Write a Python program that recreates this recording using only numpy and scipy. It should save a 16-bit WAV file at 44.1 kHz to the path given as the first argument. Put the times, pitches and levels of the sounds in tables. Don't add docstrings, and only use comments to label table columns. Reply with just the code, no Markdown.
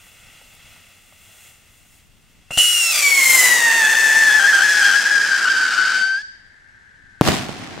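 import sys
import numpy as np
from scipy import signal
from scipy.fft import rfft, irfft, next_fast_len
from scipy.io import wavfile
from scipy.ndimage import uniform_filter1d, map_coordinates

SR = 44100
rng = np.random.default_rng(int(sys.argv[2]) if len(sys.argv) > 2 else 0)


def log_audio(samples):
    frames = np.atleast_2d(samples).T
    limited = np.clip(frames, -1, 1)
    pcm = np.round(limited * 32767).astype(np.int16)
    wavfile.write(sys.argv[1], SR, pcm)


N = 343980
TIME = np.arange(N) / SR

# t/s, level/dB
RUMBLE_LEVEL = [(0, -58), (2.5, -57), (3.15, -65.5), (3.25, -50), (3.6, -75), (6.2, -61), (7, -57.5)]
# f/Hz, level/dB
RUMBLE_SPECTRUM = [(12, -29), (20, 3.5), (65, -3.5), (92, 0.5), (123, -5), (230, -9.5), (400, -22),
                   (520, -45), (880, -120)]
# f/Hz, level/dB
AIR_SPECTRUM = [(100, -3), (300, -3.5), (1000, -7.5), (3000, -6), (8000, -14.5), (16000, -40.5)]
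# t/s, hiss level/dB, sizzle level/dB
FUSE_LEVELS = [(0, -54, -55.5), (.75, -52.5, -57.5), (1.08, -58, -59), (1.46, -52, -50.5),
               (1.63, -59.5, -60.5), (1.95, -62, -58.5), (2.12, -67, -66.5), (2.5, -61.5, -67)]
# f/Hz, level/dB
HISS_SPECTRUM = [(150, -12.5), (600, -11.5), (1400, -8), (2100, -3.5), (2750, -0.5), (3400, -5),
                 (4200, -12.5), (8000, -14), (16000, -31)]
# f/Hz, level/dB
SIZZLE_SPECTRUM = [(2500, -33.5), (4500, -17.5), (6700, -5), (8500, -3.5), (11000, -8.5), (16000, -7.5)]
# t/s, thud level/dB, fizz level/dB
SPARKS = [(.067, -46, -55), (.414, -47, -51), (.534, -56, -49), (.764, -45, -61), (1.124, -47, -66),
          (1.851, -57, -57)]
# f/Hz, likeness/1
LIKENESS = [(100, 0.95), (1000, 0.98), (2500, 1), (5000, 1), (8000, 0.7), (13000, 0.4)]
# f/Hz, T60/s, level/dB
NEAR_TREES_ANSWER = [(200.6, .6, -28), (1609, 0.63, 8), (2940, 0.99, 3.5), (4587, 0.8, 12),
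                     (6960, 0.56, 16), (12000, 0.18, 23)]
# f/Hz, T60/s, level/dB
FAR_TREES_ANSWER = [(200, 4, -4), (1670, 41, -3), (3000, 2.1, -11), (4420, 2.1, 4), (9170, 1, 0.5)]
# t/s, level/dB, T60/s, low-pass f/Hz
IGNITION_PUFFS = [(2.506, -28, 0.089, 1480), (2.574, -14, 0.027, 6370)]
# t/s, f/Hz
TUBE_PITCH = [(2.52, 2780), (2.58, 2930), (2.66, 2920), (2.76, 2845), (2.92, 2630), (2.928, 2450),
              (3.05, 2300), (3.2, 2170), (3.42, 2035), (3.65, 1850), (3.85, 1790), (4.3, 1750), (4.7, 1685),
              (5.2, 1635), (5.78, 1500), (6.16, 1560), (6.21, 1709)]
# t/s, roughness/1, share by which every second puff is weaker/1
FLAME_STATE = [(2.54, .8, .1), (2.62, .5, .1), (2.82, .16, .12), (2.91, .1, .7), (3.07, .36, .4),
               (3.75, .45, .8), (4.5, .48, .3), (5.2, .52, .15), (5.9, .65, .1), (6.03, .25, .12),
               (6.2, .08, .1)]
# start t/s, length/s, share of the pitch lost/1
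PITCH_SLIPS = [(3.834, 0.043, 0.038), (3.932, 0.027, 0.027), (4.295, 0.046, 0.029), (4.393, 0.081, 0.083),
               (4.527, .105, 0.074), (4.821, 0.13, .045), (5.453, .05, 0.029)]
# start t/s, length/s, dip/dB
FLAME_STUMBLES = [(2.912, 0.11, 1.5), (5.003, 0.052, 7.5), (5.083, 0.026, 4), (5.251, .06, 5),
                  (5.351, 0.0797, 3.5), (5.696, 0.079, 3)]
# t/s, whistle level/dB, rasp level/dB, roar level/dB
VOICE_LEVELS = [(2.58, -9.5, -22, -35), (2.67, -15, -25.5, -57), (2.9, -23.5, -25.5, -43),
                (2.96, -17.5, -21, -39.5), (3.15, -14, -24.5, -39), (3.44, -13.5, -21, -31.5),
                (3.65, -14, -24, -34.5), (4.15, -13, -23, -35.5), (4.5, -11.5, -24.5, -37.5),
                (4.85, -12.5, -21.5, -40), (5.1, -13.5, -26, -41), (6.0, -16.5, -26.5, -45)]
# f/Hz, level/dB
PUFF_SPECTRUM = [(100, -41), (400, -17.5), (900, -19.5), (1600, -5), (2500, -3), (4000, -7.5), (5400, -4.5),
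                 (7400, -1.5), (9000, -5.5), (12000, -7), (16000, -9.5)]
# centre/pitch, half-width/pitch, even-puff level/dB, alternating-puff level/dB
TUBE_RESONANCES = [(1.45, .08, -8, 14), (1.95, .09, -3.5, 8.5), (2.5, .08, 5, 1), (2.97, .14, 0.5, -29),
                   (3.25, .14, 8, -24), (3.55, .14, -1.5, 6), (4.52, .15, -9.5, 5.5), (5.5, .2, -10.5, -7)]
# f/Hz, level/dB
NEAR_ROAR_SPECTRUM = [(30, -29.5), (100, -16), (250, -7), (500, -1.5), (900, 1), (2000, -3), (6000, -72.5)]
# f/Hz, level/dB
FAR_ROAR_SPECTRUM = [(40, -26.5), (80, -17.5), (125, -3.5), (170, -7.5), (230, 3), (350, 1), (550, -8),
                     (900, 3.5), (3000, -54)]
# t/s, level/dB, low-pass f/Hz, left-right level difference/dB
BURST_FRONTS = [(7.2114, 16, 8460, 3), (7.218, 2, 2000, 4), (7.287, 2, 892, -18), (7.492, -7.5, 500, -9),
                (7.778, -20.5, 1200, 22)]
# f/Hz, level/dB
BOOM_SPECTRUM = [(18, -65), (30, -25), (76, -6), (113, 2), (243, 1.5), (389, -4), (468, -11.5), (737, -4.5),
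                 (900, -12), (1170, -17), (1980, -120)]
# f/Hz, level/dB
CRASH_SPECTRUM = [(300, -33), (750, -1), (1400, 0.5), (2500, 0), (5000, -4.5), (8000, -9), (12000, -17),
                  (16000, -19.5)]

PAD_M, NOZZLE_M, MIC_M, SOUND_M_PER_S = 4, .727, 1.5, 343
LIFT_OFF_S, ACCEL_M_PER_S2, TOP_SPEED_M_PER_S = 2.964, 28.5, 20
MIRROR_GRAZING, MIRROR_STEEP = 0.53, 0.2

CATCH_S, ALIGHT_S = IGNITION_PUFFS[0][0], IGNITION_PUFFS[1][0]
KINDLE_DB, KINDLE_DB_PER_S = -15, 120
WARBLE_SHARE, WARBLE_RATE = .015, 40
SLIP_ROUGH, STUMBLE_ROUGH = .15, 0.447
SWITCH_S = .004
SECOND_DB = -20
THIRD_DB, THIRD_GROWS_DB_PER_S = -20, 6.5
BURNOUT_S, WHISTLE_FADE_S = 6.225, 0.087

SPENT_S, RASP_FADE_DB_PER_S, ROAR_FADE_DB_PER_S = 5.98, 79, 75
BEAM_S, BEAM_WIDTH_S, BEAM_DB, BEAM_HZ = 3.35, .16, 5.5, 8000
FAR_M = 68

SCATTER_PEAK_S, SCATTER_LATE_T60 = 7.277, 5.0
TOP_HZ = 15800


def amp(db):
    return 10 ** (np.asarray(db) / 20)


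def unit(x):
    return x / np.sqrt(np.mean(np.abs(x) ** 2) + 1e-20)


def along(points, hz):
    f, v = np.transpose(points)
    return np.interp(np.log(hz + 1), np.log(f + 1), v)


def curves(rows):
    t, *columns = np.transpose(rows)
    return [np.interp(TIME, t, column) for column in columns]


def during(start, end):
    return np.clip(np.minimum(TIME - start, end - TIME) / .004, 0, 1)


def wobble(rate):
    knots = rng.standard_normal(SR // 2)
    return unit(map_coordinates(knots, [TIME * rate], mode="wrap"))


def filtered(x, response):
    m = next_fast_len(N + SR // 2)
    return irfft(rfft(x, m) * response(np.fft.rfftfreq(m, 1 / SR)), m)[..., :N]


def coloured(x, spectrum):
    return unit(filtered(x, lambda hz: amp(along(spectrum, hz))))


def spread(pair, alike):
    def mid_and_side(hz):
        angle = np.arccos(np.clip(along(alike, hz), -1, 1)) / 2
        return np.array([np.cos(angle), np.sin(angle)])

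    mid, side = filtered(pair, mid_and_side)
    return np.array([mid + side, mid - side])


def rush(spectrum, alike, grain_db):
    clumps = amp(grain_db * wobble(830))
    noise = rng.standard_normal((2, N)) * clumps
    return coloured(spread(noise, alike), spectrum)


def burst(start, t60):
    return (TIME >= start) * amp(-60 * np.maximum(TIME - start, 0) / t60)


def field_rumble():
    level = curves(RUMBLE_LEVEL)[0] + 1.5 * wobble(8.8)
    return amp(level) * amp([[1.5], [-1.5]]) * rush(RUMBLE_SPECTRUM, [(100, 0.42)], grain_db=-3.0)


def background_air():
    return amp(-61.5) * rush(AIR_SPECTRUM, [(1000, 0.52)], grain_db=1.5)


def fuse():
    hiss_db, sizzle_db = curves(FUSE_LEVELS)
    hiss = amp(hiss_db + 3.0 + 0.6 * wobble(16)) * rush(HISS_SPECTRUM, LIKENESS, grain_db=-0.5)
    sizzle = amp(sizzle_db + 2.5 + .9 * wobble(14)) * rush(SIZZLE_SPECTRUM, LIKENESS, grain_db=0.5)
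    thud = sum(amp(db) * burst(t, .035) for t, db, _ in SPARKS)
    fizz = sum(amp(db) * burst(t, 0.1) for t, _, db in SPARKS)
    sparks = thud * rush(NEAR_ROAR_SPECTRUM, LIKENESS, grain_db=-1.5)
    sparks = sparks + fizz * rush(SIZZLE_SPECTRUM, LIKENESS, grain_db=7.0)
    return (hiss + sizzle) * during(-1, ALIGHT_S) + sparks


def flight():
    aloft = np.maximum(TIME - LIFT_OFF_S, 0)
    climb = np.log(np.cosh(ACCEL_M_PER_S2 * aloft / TOP_SPEED_M_PER_S))
    height = NOZZLE_M + TOP_SPEED_M_PER_S ** 2 / ACCEL_M_PER_S2 * climb
    direct = np.hypot(PAD_M, height - MIC_M)
    mirrored = np.hypot(PAD_M, height + MIC_M)
    return direct, mirrored, (height + MIC_M) / mirrored


def off_ground(x):
    direct, mirrored, sine = flight()
    strength = np.interp(sine ** 2, [sine[0] ** 2, 1], [MIRROR_GRAZING, MIRROR_STEEP])
    when = np.arange(N) - (mirrored - direct) / SOUND_M_PER_S * SR
    echo = np.array([map_coordinates(side, [when], order=3) for side in x])
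    return (x + strength * echo) / np.sqrt(1 + strength ** 2)


def trees(x, answer, rise_s):
    noise = rng.standard_normal((2, 4 * SR))
    hz, t, z = signal.stft(noise, SR, nperseg=256)
    t60, db = [along(np.array(answer)[:, [0, k]], hz)[:, None] for k in (1, 2)]
    build_up = 1 - np.exp(-(t / rise_s) ** 2)
    tail = signal.istft(z * amp(db - 60 * t / t60) * build_up, SR, nperseg=256)[1]
    tail = tail / np.linalg.norm(tail[0])
    return signal.fftconvolve(x.mean(axis=0)[None], tail, axes=1)[:, :N]


def ignition():
    noise = spread(rng.standard_normal((2, N)), LIKENESS)
    out = np.zeros((2, N))
    for t, db, t60, cutoff_hz in IGNITION_PUFFS:
        gas = unit(filtered(noise, lambda f: 1 / (1 + 1j * f / cutoff_hz) ** 2))
        out += amp(db) * burst(t, t60) * gas
    return out


def spell(start, length):
    return np.clip(.5 + np.minimum(TIME - start, start + length - TIME) / SWITCH_S, 0, 1)


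def flame():
    rough, alternation = curves(FLAME_STATE)
    lost = sum(share * spell(t, length) for t, length, share in PITCH_SLIPS)
    stumbling = sum(spell(t, length) for t, length, _ in FLAME_STUMBLES)
    rough = np.clip(rough + SLIP_ROUGH * (lost > 0) + STUMBLE_ROUGH * stumbling, 0, .9)
    return curves(TUBE_PITCH)[0] * (1 - lost), rough, alternation


def oscillation(flutter_hz, swell_limit):
    pitch, rough, _ = flame()
    pitch = pitch * (1 + WARBLE_SHARE * rough * wobble(WARBLE_RATE))
    shake = filtered(rng.standard_normal((2, N)), lambda f: 1 / (1 + (f / flutter_hz) ** 3))
    swing = np.sqrt(1 - rough ** 2) + rough * unit(shake[0] + 1j * shake[1])
    strength = np.tanh(np.abs(swing) / swell_limit)
    cycles = np.cumsum(pitch) / SR + np.unwrap(np.angle(swing)) / (2 * np.pi)
    return cycles, unit(strength)


def overtones(cycles):
    second = amp(SECOND_DB) * sum(spell(t, length) for t, length, _ in PITCH_SLIPS)
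    third = amp(THIRD_DB - THIRD_GROWS_DB_PER_S * np.abs(BURNOUT_S - TIME))
    return second * np.cos(4 * np.pi * cycles) + third * np.cos(6 * np.pi * cycles)


def whistle(cycles, strength, level_db):
    alternation = flame()[2]
    undertone = amp(-18 + 2.64 * wobble(70) + 3.14 * wobble(14)) * alternation * np.cos(np.pi * cycles)
    tone = unit(strength * (np.sin(2 * np.pi * cycles) + undertone + overtones(cycles)))
    dips_db = sum(dip * spell(t, length) for t, length, dip in FLAME_STUMBLES)
    tone = amp(level_db - dips_db - 1.23) * tone
    tone = tone * np.clip((BURNOUT_S - TIME) / WHISTLE_FADE_S, 0, 1)
    return tone * amp(np.array([[1], [-1]]) * 1.7 * wobble(57))


def puffs(cycles, strength, scatter_db, jitter):
    count = np.arange(np.ceil(cycles[0]) + 1, cycles[-1] - 1)
    at = np.interp(count, np.maximum.accumulate(cycles), np.arange(N))
    rough, alternation = [c[at.astype(int)] for c in flame()[1:]]
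    chance = rng.standard_normal((len(at), 2))
    size = 1 + np.clip(alternation, 0, 1) * (-1) ** count
    size = size * amp(scatter_db * np.sqrt(np.abs(rough)) * chance[:, 0])
    size = size * np.sqrt(strength[at.astype(int)])
    size = size / np.sqrt(np.abs(uniform_filter1d(size ** 2, size=150)) + 1e-9)
    at = at + jitter * SR * rough * chance[:, 1]
    taps = at.astype(int)[:, None] + np.arange(-7, 9)
    offset = taps - at[:, None]
    kernel = np.sinc(offset) * np.cos(np.pi * offset / 16) ** 2
    return np.bincount(np.clip(taps, 0, N - 1).ravel(), (size[:, None] * kernel).ravel(), N)


def in_tube(x):
    hz, t, z = signal.stft(x, SR, nperseg=512)
    multiple = hz[:, None] / np.interp(t, *np.transpose(TUBE_PITCH))
    alternation = np.interp(t, TIME, curves(FLAME_STATE)[1])
    gain = 1
    for centre, width, even_db, alternating_db in TUBE_RESONANCES:
        peak = amp(even_db + (alternating_db - even_db) * alternation)
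        gain = gain + peak / (1 + ((multiple - centre) / width) ** 2)
    return signal.istft(z * gain, SR, nperseg=512)[1][:, :N]


def beamed(x):
    facing = np.exp(-((TIME - BEAM_S) / BEAM_WIDTH_S) ** 2)
    treble = filtered(x, lambda hz: 1 - 1 / (1 + (hz / BEAM_HZ) ** 4))
    return x + amp(BEAM_DB) * facing * treble


def through_air(x, metres, loss_db):
    hz, t, z = signal.stft(x, SR, nperseg=256)
    slope = (hz[:, None] / 10000) ** 1.5 - .3
    path = np.interp(t, TIME, metres)
    return signal.istft(z * amp(-loss_db * slope * path), SR, nperseg=256)[1][:, :N]


def rasp(cycles, strength, level_db, metres, spent):
    rough = flame()[1]
    train = puffs(cycles, strength, scatter_db=2.5, jitter=.000018)
    gas = unit(np.abs(signal.lfilter([1], [1, -np.exp(-1 / (.0007 * SR))], train)))
    spurts = gas * rng.standard_normal((2, N))
    spurts = unit(spread(spurts, [(1000, 1.0), (4000, 0.88), (12000, 0.083)]))
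    gassy = amp(2.5 + 3.7 * rough)
    mixed = (unit(train) + gassy * spurts) / np.hypot(1, gassy)
    tubed = coloured(in_tube(mixed), PUFF_SPECTRUM)
    distant = through_air(beamed(tubed), metres, loss_db=0.337)
    return distant * amp(level_db + 5 - RASP_FADE_DB_PER_S * spent)


def jet_roar(level_db, metres, spent):
    far = np.clip(metres / FAR_M, 0, 1) ** 2
    near_roar = np.sqrt(1 - far) * rush(NEAR_ROAR_SPECTRUM, LIKENESS, grain_db=0.0)
    far_roar = np.sqrt(far) * rush(FAR_ROAR_SPECTRUM, LIKENESS, grain_db=2.0)
    return (near_roar + far_roar) * amp(level_db + 2.5 - ROAR_FADE_DB_PER_S * spent)


def motor():
    whistle_db, rasp_db, roar_db = curves(VOICE_LEVELS)
    spent = np.maximum(TIME - SPENT_S, 0)
    metres = flight()[0]
    cycles, strength = oscillation(flutter_hz=185, swell_limit=1.35)
    voices = whistle(cycles, strength, whistle_db)
    voices = voices + rasp(cycles, strength, rasp_db, metres, spent)
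    voices = voices + jet_roar(roar_db, metres, spent)
    kindling = amp(KINDLE_DB - KINDLE_DB_PER_S * np.abs(ALIGHT_S - TIME)) * during(CATCH_S, ALIGHT_S)
    return voices * (kindling + during(ALIGHT_S, BURNOUT_S))


def bang(push_s, low_hz):
    out = np.zeros((2, N))
    for t, db, cutoff_hz, pan_db in BURST_FRONTS:
        u = np.maximum(TIME - t, 0) / push_s
        pressure = (TIME >= t) * (1 - u) * np.exp(-u)
        shock = signal.lfilter(*signal.butter(1, min(cutoff_hz, SR / 3), fs=SR), pressure)
        out += amp([[db + pan_db / 2], [db - pan_db / 2]]) * shock
    return signal.lfilter(*signal.butter(2, low_hz, "high", fs=SR), out)


def answer_swell(peak_db, rise_s, t60, late_db):
    t = TIME - SCATTER_PEAK_S
    early = amp(peak_db - 60 * np.maximum(-t / rise_s, t / t60))
    late = amp(late_db) * burst(SCATTER_PEAK_S, SCATTER_LATE_T60)
    return np.hypot(early, late) * during(BURST_FRONTS[0][0], np.inf)


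def scatter():
    path = SOUND_M_PER_S * np.maximum(TIME - BURST_FRONTS[0][0], 0)
    boom = rush(BOOM_SPECTRUM, [(100, 0.38), (600, .45)], grain_db=1.5)
    boom = boom * answer_swell(peak_db=-15.5, rise_s=0.23, t60=0.58, late_db=-32)
    crash = rush(CRASH_SPECTRUM, [(800, .55), (4000, .2)], grain_db=3)
    crash = through_air(crash, path, loss_db=.055)
    crash = crash * answer_swell(peak_db=-18.0, rise_s=0.21, t60=0.59, late_db=-34)
    return boom + crash


def scene():
    quiet_field = field_rumble() + background_air()
    rocket = off_ground(fuse() + ignition() + motor())
    near_answer = amp(-13) * trees(rocket, NEAR_TREES_ANSWER, rise_s=0.048)
    far_answer = amp(-46) * amp([[2], [-2]]) * trees(rocket, FAR_TREES_ANSWER, rise_s=0.94)
    lean_db = .9 + 1.5 * np.clip(TIME - 3.2, 0, 1)
    leaning = rocket * amp(np.array([lean_db, -lean_db]) / 2)
    return quiet_field + leaning + near_answer + far_answer + bang(push_s=0.00098, low_hz=150.4) + scatter()


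def record(dry):
    clipped = dry / (1 + np.abs(dry / .96) ** 8) ** (1 / 8)
    return filtered(clipped, lambda hz: 1 / (1 + (hz / TOP_HZ) ** 160))


dry = scene()
out = record(dry)
log_audio(out)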